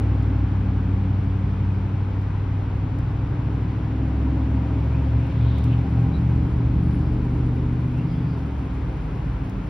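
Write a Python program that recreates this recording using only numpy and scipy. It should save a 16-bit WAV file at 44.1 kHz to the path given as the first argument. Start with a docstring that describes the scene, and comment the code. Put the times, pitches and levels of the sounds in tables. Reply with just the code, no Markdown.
"""Street from a balcony

A V8 pulls slowly along below, gathers speed and lifts off after 8 s; its uneven firings burble, and
its exhaust booms and blares between the house fronts. Farther off, engines drone, tyres hiss and a bird
chirps. Close by, a hand rubs a dog's coat, with small ticks of nails and collar."""
import sys
import numpy as np
from scipy import signal
from scipy.fft import rfft, irfft, next_fast_len
from scipy.io import wavfile
from scipy.ndimage import uniform_filter1d

SR = 44100
rng = np.random.default_rng(int(sys.argv[2]) if len(sys.argv) > 2 else 0)


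def dump_mix(stems):
    """Bounce the given channels to the path in sys.argv[1] as a 16-bit WAV at rate SR."""
    frames = np.atleast_2d(stems).T  # one column per channel
    limited = np.clip(frames, -1, 1)  # hard clip at full scale
    pcm = np.round(limited * 32767).astype(np.int16)
    wavfile.write(sys.argv[1], SR, pcm)


N = 427329
TIME_S = np.arange(N) / SR

# noise, left-right correlation: f/Hz, correlation
CORRELATION = [(60, 1.0), (220, 0.98), (420, 0.85), (750, 0.3), (1100, 0.43), (1850, 0.9), (2800, 0.2),
               (3800, .65), (5300, 0.8), (6100, -0.38), (7000, -0.99), (8000, -1.0), (10200, .99),
               (11600, 0.43), (13000, -.8), (15000, .4)]
# noise, left over right: f/Hz, level/dB
BALANCE = [(40, -3), (220, 1), (420, -1.5), (800, 3), (1530, 2.5), (2930, 1.4), (5600, -.5)]

# far engines: t/s, level/dB
RUMBLE_LEVEL = [(0, -33), (3, -34), (6.5, -28.5), (9.69, -31.5)]
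# their spectrum: f/Hz, level/dB
RUMBLE_SPECTRUM = [(20, -27), (32, -12.5), (42, -5.5), (54, -3), (68, 3), (87, -11), (105, -2),
                   (165, -1), (192, -6), (216, -14), (270, -6), (340, -17.5), (600, -29.5)]
# far tyres: t/s, roar level/dB, hiss level/dB
TYRE_LEVELS = [(0, -43.5, -51.5), (.6, -44.5, -52.5), (1.2, -45.5, -52.5), (3, -45, -53), (5.4, -45, -51),
               (7, -45.5, -53), (8.3, -46, -53), (9.05, -44.5, -52.5), (9.69, -46, -53)]
# tyre roar: f/Hz, level/dB
ROAR_SPECTRUM = [(250, -10.5), (380, 6), (480, 1), (620, -3), (800, 0), (950, 0), (1200, -5), (1550, -7.5),
                 (2000, -20.5), (3000, -35)]
# tyre hiss: f/Hz, level/dB
HISS_SPECTRUM = [(1000, -17), (1600, -3), (2000, 1.5), (2400, 1.5), (3000, -3), (4000, -10.5), (5000, -16),
                 (6200, -17.5), (7500, -24), (10000, -32), (12000, -35.5), (15500, -49)]
# far bird: t/s, sigma/s, level/dB, f/Hz, glide/(Hz/s)
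BIRD_CHIRPS = [(4.961, 0.028, -52.5, 2520, 3200), (6.158, .018, -53.5, 3890, 0),
               (7.985, .045, -55, 2700, 2500), (8.175, .05, -62, 3310, 2200)]
# passing cars: loudest t/s, rise sigma/s, fall sigma/s, firing f/Hz, glide/(Hz/s), level/dB
CAR_PASSES = [(2.456, .37, .9, 43.2, -0.5, -37.5), (6.301, 0.12, .8, 66.5, -1, -32.5),
              (7.294, 0.71, 0.4, 47.2, -4.5, -28.5), (9.312, .55, 0.35, 49.5, -0.5, -30.5),
              (9.69, 0.36, 0.21, 192, 16.5, -37)]

# nudges of the collar ring: t/s, level/dB
COLLAR_CLINKS = [(6.84, -70), (6.932, -65), (8.11, -75)]
# its modes: f/Hz, level/dB, t60/s
COLLAR_MODES = [(10170, 0, 0.41), (10215, -4, .3), (10560, -10.5, .3), (9300, -11, .4)]
# nail and collar ticks: t/s, level/dB
TOUCHES = [(0.1471, -60), (0.2256, -53), (2.217, -55), (2.9876, -50.5), (5.5833, -48), (5.6403, -45),
           (9.4965, -50)]
# their spectrum: f/Hz, level/dB
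TICK_SPECTRUM = [(2500, -2.5), (4500, 2.5), (7000, 4.5), (10000, -3), (13000, -5.5), (15500, -4)]
# ruffling of the coat: t/s, level/dB
RUFFLE_LEVEL = [(0, -75.5), (2.6, -80), (5.7, -71), (7.6, -70.5), (9.69, -70.5)]
# ruffled hairs: f/Hz, level/dB
HAIR_SPECTRUM = [(4500, 2), (11500, -5.5), (14000, -14)]
# friction on fur: f/Hz, level/dB
FUR_SPECTRUM = [(1800, -0.5), (3800, 8.5), (5400, -6), (7500, -19.5), (12000, -17)]
# hand and sleeve swishes: t/s, sigma/s, level/dB, f/Hz, filter width/Hz
HAND_STROKES = [(5.28, .08, -48, 2520, 800), (5.53, .1, -48, 3300, 1800), (5.727, 0.05, -49.5, 2700, 750),
                (7.015, 0.14, -63.5, 4900, 1000), (8.117, .06, -59.5, 4900, 800),
                (8.295, .055, -58.5, 4850, 800)]

# V8 firing rate: t/s, f/Hz
FIRING_RATE = [(0, 102), (.7, 95.6), (1.7, 95.8), (3, 100.1), (4.2, 108.4), (5.2, 113.8), (6.5, 118.8),
               (8.22, 124.5), (8.58, 107), (9.3, 106.8), (9.69, 103)]
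# firing note, throttle open: t/s, level/dB
FIRING_LEVEL = [(0, -21.5), (1.85, -24), (2.3, -25), (4.2, -28), (5.1, -23.5), (8.2, -25)]
# drive of boom, octave, growl, blare and rasp: t/s, level/dB
EXHAUST_LEVEL = [(0, -22.5), (.7, -27), (2.4, -31.5), (4.3, -24.5), (5.8, -26.5), (7.5, -25.5),
                 (8.5, -29.5), (9.69, -34)]
# uneven cylinders, multiples of the two-turn cycle: order, level/dB
ENGINE_ORDERS = [(6, -18), (7, -18), (9, -17.5), (10, -2.5), (11, -5), (12, -15), (13, -9.5), (14, -21),
                 (15, -19), (17, -16), (18, -12), (19, -11.5), (20, -11.5), (21, -15), (23, -8),
                 (24, -16.5), (25, -12.5), (26, -11), (27, -19.5), (28, -6.5), (29, -14.5), (30, -16.5)]
# path via street and house fronts: f/Hz, gain/dB
STREET_RESPONSE = [(70, 8.5), (87, -3), (110, -1.5), (136, -2.5), (155, -2.5), (196, -1.5), (218, -9.5),
                   (243, -7), (262, 3), (286, -5.5), (315, -4), (338, -21.5), (430, -16)]
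# orders lifted by passing walls: t/s, sigma/s, order, gain/dB
WALL_BLOOMS = [(1.299, .7, 24, 10.5), (1.297, 1.5, 9, 9), (1.495, 0.43, 12, 7), (3.8, .55, 9, 11),
               (4.3, .45, 15, 12), (4.348, 0.42, 21, 11), (4.698, 0.67, 19, 3.5), (5.399, .9, 7, 11.5),
               (6.05, 0.35, 11, 3.5), (6.597, 0.63, 13, 5), (6.9, .6, 21, 11.5), (6.9, .55, 20, 6.5),
               (7.299, .5, 25, 13.5)]
# standing waves between house fronts: f/Hz, sigma/Hz, gain/dB
STREET_MODES = [(58.05, 3.5, 4), (71.4, 3.6, 5.5), (190.1, 6, 22), (254.2, 11.2, 23.5)]
# resonances swept by the upper orders: f/Hz, filter half width/Hz, level/dB, strongest t/s, sigma/s
BLARE_RESONANCES = [(426, 16, -27, 4.3, 2.4), (534, 15, -25, 5.0, 1.1), (658, 9.4, -26, 5.1, 1.1),
                    (792.5, 13, -20, 5.95, 0.2), (930, 130, -25, 5.0, 1.3)]
# exhaust rasp: f/Hz, level/dB
RASP_SPECTRUM = [(190, -21.5), (240, 14), (275, 13.5), (315, 1.5), (340, -2.5), (430, -9.5),
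                 (600, -27.5)]


def from_db(db):
    """Decibels to gain."""
    return 10 ** (np.asarray(db) / 20)


def unit_rms(x):
    """Scale to rms 1."""
    return x / np.sqrt(np.mean(x ** 2) + 1e-20)


def bell(offset, sigma):
    """Gaussian of height 1."""
    return np.exp(-(offset / sigma) ** 2 / 2)


def in_time(table):
    """Each value column at every sample."""
    t_s, *columns = np.transpose(table)
    return [np.interp(TIME_S, t_s, column) for column in columns]


def at_hz(table, hz):
    """Interpolate along log frequency."""
    known_hz, values = np.transpose(table)
    return np.interp(np.log(np.maximum(hz, 1)), np.log(known_hz), values)


def drift(rate_hz):
    """Low-passed random wander, rms 1."""
    hop, settle = 40, 2000
    r = np.exp(-2 * np.pi * rate_hz * hop / SR)
    white = rng.standard_normal(N // hop + settle + 2)
    slow = signal.lfilter([1], [1, -2 * r, r * r], white)[settle:]
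    return np.interp(np.arange(N) / hop, np.arange(len(slow)), unit_rms(slow))


def stereo_noise(spectrum):
    """Shaped noise, rms 1: bass centred, treble wide, steep skirts."""
    size = next_fast_len(N)
    hz = np.arange(size // 2 + 1) * SR / size
    mid, side = rfft(rng.standard_normal((2, size)))
    correlation = np.clip(at_hz(CORRELATION, hz), -1, 1)
    signs = np.array([[1], [-1]])
    pair = np.sqrt(1 + correlation) * mid + np.sqrt(1 - correlation) * side * signs
    low_hz, high_hz = spectrum[0][0], spectrum[-1][0]
    skirts = np.minimum(1, np.minimum(hz / low_hz, high_hz / (hz + 1))) ** 4
    shape_db = at_hz(spectrum, hz) + signs * at_hz(BALANCE, hz) / 2
    return unit_rms(irfft(pair * skirts * from_db(shape_db), size)[:, :N])


def resonate_twice(x, hz, width_hz):
    """Two equal resonators in series, peak gain 1."""
    r = np.exp(-np.pi * width_hz / SR)
    b = (1 - r * r) / 2 * np.array([1, 0, -1])
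    a = [1, -2 * r * np.cos(2 * np.pi * hz / SR), r * r]
    return signal.lfilter(b, a, signal.lfilter(b, a, x))


def partial(phase, rough):
    """Sine of rms near 1, fluttering in level and phase."""
    return np.sqrt(2) * ((1 + rough * drift(7)) * np.cos(phase) + rough * drift(4.5) * np.sin(phase))


def far_traffic(roar_gain_db=4.5, hiss_gain_db=1):
    """Many engines merge into a rumble; tyres roar and hiss above it."""
    roar_db, hiss_db = in_time(TYRE_LEVELS)
    rumble = from_db(in_time(RUMBLE_LEVEL)[0]) * stereo_noise(RUMBLE_SPECTRUM)
    roar = from_db(roar_db + roar_gain_db) * stereo_noise(ROAR_SPECTRUM)
    hiss = from_db(hiss_db + hiss_gain_db) * stereo_noise(HISS_SPECTRUM)
    return rumble + roar + hiss


def bird(smear_hz=140):
    """Gliding chirps, smeared by street echoes into a narrow rasp, unlike on each side."""
    shared, left, right = [drift(smear_hz) + 1j * drift(smear_hz) for _ in range(3)]
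    whistles = np.zeros(N, complex)
    for t_s, sigma_s, db, hz, glide_hz_per_s in BIRD_CHIRPS:
        since_s = TIME_S - t_s
        near = np.abs(since_s) < 5 * sigma_s
        phase = 2 * np.pi * np.cumsum(hz + glide_hz_per_s * since_s[near]) / SR
        whistles[near] += from_db(db) * bell(since_s[near], sigma_s) * np.exp(1j * phase)
    return np.real(whistles * (shared + .5 * np.array([left, right])))


def passing_cars(rough=.32, octave_db=-16):
    """Small engines: a gliding firing note and weak octave, swelling and fading."""
    out = np.zeros(N)
    for t_s, rise_s, fall_s, hz, glide_hz_per_s, db in CAR_PASSES:
        since_s = TIME_S - t_s
        phase = 2 * np.pi * np.cumsum(hz + glide_hz_per_s * since_s) / SR + rng.uniform(0, 2 * np.pi)
        note = np.sqrt(2) * (np.sin(phase) + from_db(octave_db) * np.sin(2 * phase))
        swell = from_db(db) * bell(since_s, np.where(since_s < 0, rise_s, fall_s))
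        out += swell * (1 + rough * drift(5.2)) * note
    return out


def collar():
    """The nudged metal ring sounds thin, decaying modes."""
    nudges, out = np.zeros(N), np.zeros(N)
    for t_s, db in COLLAR_CLINKS:
        nudges[round(t_s * SR)] = from_db(db)
    for hz, db, t60_s in COLLAR_MODES:
        r = np.exp(-np.log(1000) / (t60_s * SR))
        w = 2 * np.pi * hz / SR
        ringing = signal.lfilter([0, np.sin(w)], [1, -2 * r * np.cos(w), r * r], nudges + 1e-18)
        out += from_db(db) * ringing
    return out


def ticks(snap_t60_s=.018, slide_db=-20, slide_t60_s=.16):
    """Each touch of nail or collar: a bright snap, then a faint slide."""
    envelope = np.zeros(N)
    for t_s, db in TOUCHES:
        age_s = np.maximum(TIME_S - t_s, 0)
        snap = from_db(db - 60 * age_s / snap_t60_s)
        slide = from_db(db + slide_db - 60 * age_s / slide_t60_s)
        envelope += (TIME_S >= t_s) * (snap + slide)
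    return envelope * stereo_noise(TICK_SPECTRUM)


def petting(swish_db=-3.5, brush_db=-14, grain_db=2.5, catch_db=2, swing_db=1):
    """Hairs rustle unevenly under the hand; each stroke swishes in its own band."""
    friction = stereo_noise(FUR_SPECTRUM)
    grain = unit_rms(from_db(grain_db * drift(54)))
    catching = unit_rms(from_db(catch_db * drift(6.1)))
    hairs = stereo_noise(HAIR_SPECTRUM)
    out = from_db(in_time(RUFFLE_LEVEL)[0] + swing_db * drift(4.5)) * grain * hairs
    for t_s, sigma_s, db, hz, width_hz in HAND_STROKES:
        swell = from_db(db) * bell(TIME_S - t_s, sigma_s)
        swish = unit_rms(resonate_twice(friction, hz, width_hz))
        out += swell * (from_db(swish_db) * catching * swish + from_db(brush_db) * grain * friction)
    return out


def second_engine(firing_phase, beat_hz=3.55, nearest_s=5.73, sigma_s=.45, level_db=-25):
    """A passing engine, pitched just above the V8's firing note, beats with it."""
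    since_s = TIME_S - nearest_s
    note = np.sqrt(2) * np.cos(firing_phase + 2 * np.pi * beat_hz * since_s)
    return from_db(level_db) * bell(since_s, sigma_s) * note


def blare(cycle_phase, rough=.96, floor_db=-10):
    """Ragged gas flow repeats each cycle and rings narrow resonances, each swelling in turn."""
    ragged = irfft(np.exp(2j * np.pi * rng.random(256)))   # equal orders, random phases
    flow = np.interp(cycle_phase / (2 * np.pi) % 1, np.linspace(0, 1, len(ragged)), ragged)
    flow *= 1 + rough * drift(38)
    out = np.zeros(N)
    for hz, half_width_hz, db, t_s, sigma_s in BLARE_RESONANCES:
        ringing = resonate_twice(flow, hz, 2 * half_width_hz)
        ringing /= np.sqrt(uniform_filter1d(ringing ** 2, size=4096) + 1e-20)   # even drone, rms 1
        out += from_db(db + floor_db * (1 - bell(TIME_S - t_s, sigma_s))) * ringing
    return out


def v8(lift_off_s=8.25, closing_s=.27, firing_drop_db=10.5,
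       burble_base_db=-30.5, burble_db_per_octave=7, burble_drop_db=6.5,
       boom_db=-3.5, octave_db=-26, growl_db=-2.5, rasp_db=-16, pan_db=.31):
    """Eight firings a cycle; all orders ride on one crank and flutter as the firings vary."""
    cycle_hz = in_time(FIRING_RATE)[0] / 8
    cycle_phase = 2 * np.pi * np.cumsum(cycle_hz) / SR
    exhaust_db, = in_time(EXHAUST_LEVEL)
    throttle_closed = np.clip((TIME_S - lift_off_s) / closing_s, 0, 1)
    firing_db = in_time(FIRING_LEVEL)[0] - firing_drop_db * throttle_closed
    speed_octaves = np.log2(cycle_hz / cycle_hz.min())
    burble_db = burble_base_db + burble_db_per_octave * speed_octaves - burble_drop_db * throttle_closed

    def phase(order):
        return order * cycle_phase + rng.uniform(0, 2 * np.pi)

    firing_phase = phase(8)
    out = from_db(firing_db) * partial(firing_phase, rough=.13) + second_engine(firing_phase)
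    for order, level_db in [(5, boom_db), (16, octave_db)]:
        lift_db = sum(db * bell(order * cycle_hz - hz, sigma_hz) for hz, sigma_hz, db in STREET_MODES)
        out += from_db(level_db + exhaust_db + lift_db) * partial(phase(order), rough=.14)
    for order, level_db in ENGINE_ORDERS:
        drive_db = burble_db if order < 16 else exhaust_db + growl_db
        path_db = at_hz(STREET_RESPONSE, order * cycle_hz) + 2 * drift(.76)   # shifting reflections
        path_db += sum(db * bell(TIME_S - t_s, sigma_s)
                       for t_s, sigma_s, lifted, db in WALL_BLOOMS if lifted == order)
        out += from_db(level_db + drive_db + path_db) * partial(phase(order), rough=.2)
    out += from_db(exhaust_db) * blare(cycle_phase)
    rasp = from_db(exhaust_db + rasp_db) * stereo_noise(RASP_SPECTRUM)
    return out * from_db([[pan_db], [-pan_db]]) + rasp


def scene():
    """Street below, dog close by."""
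    return v8() + passing_cars() + far_traffic() + bird() + petting() + ticks() + collar()


def record(dry, cutoff_hz=15700):
    """Steep elliptic low-pass."""
    return signal.sosfilt(signal.ellip(10, .1, 80, cutoff_hz, fs=SR, output="sos"), dry)


dry = scene()
out = record(dry)
dump_mix(out)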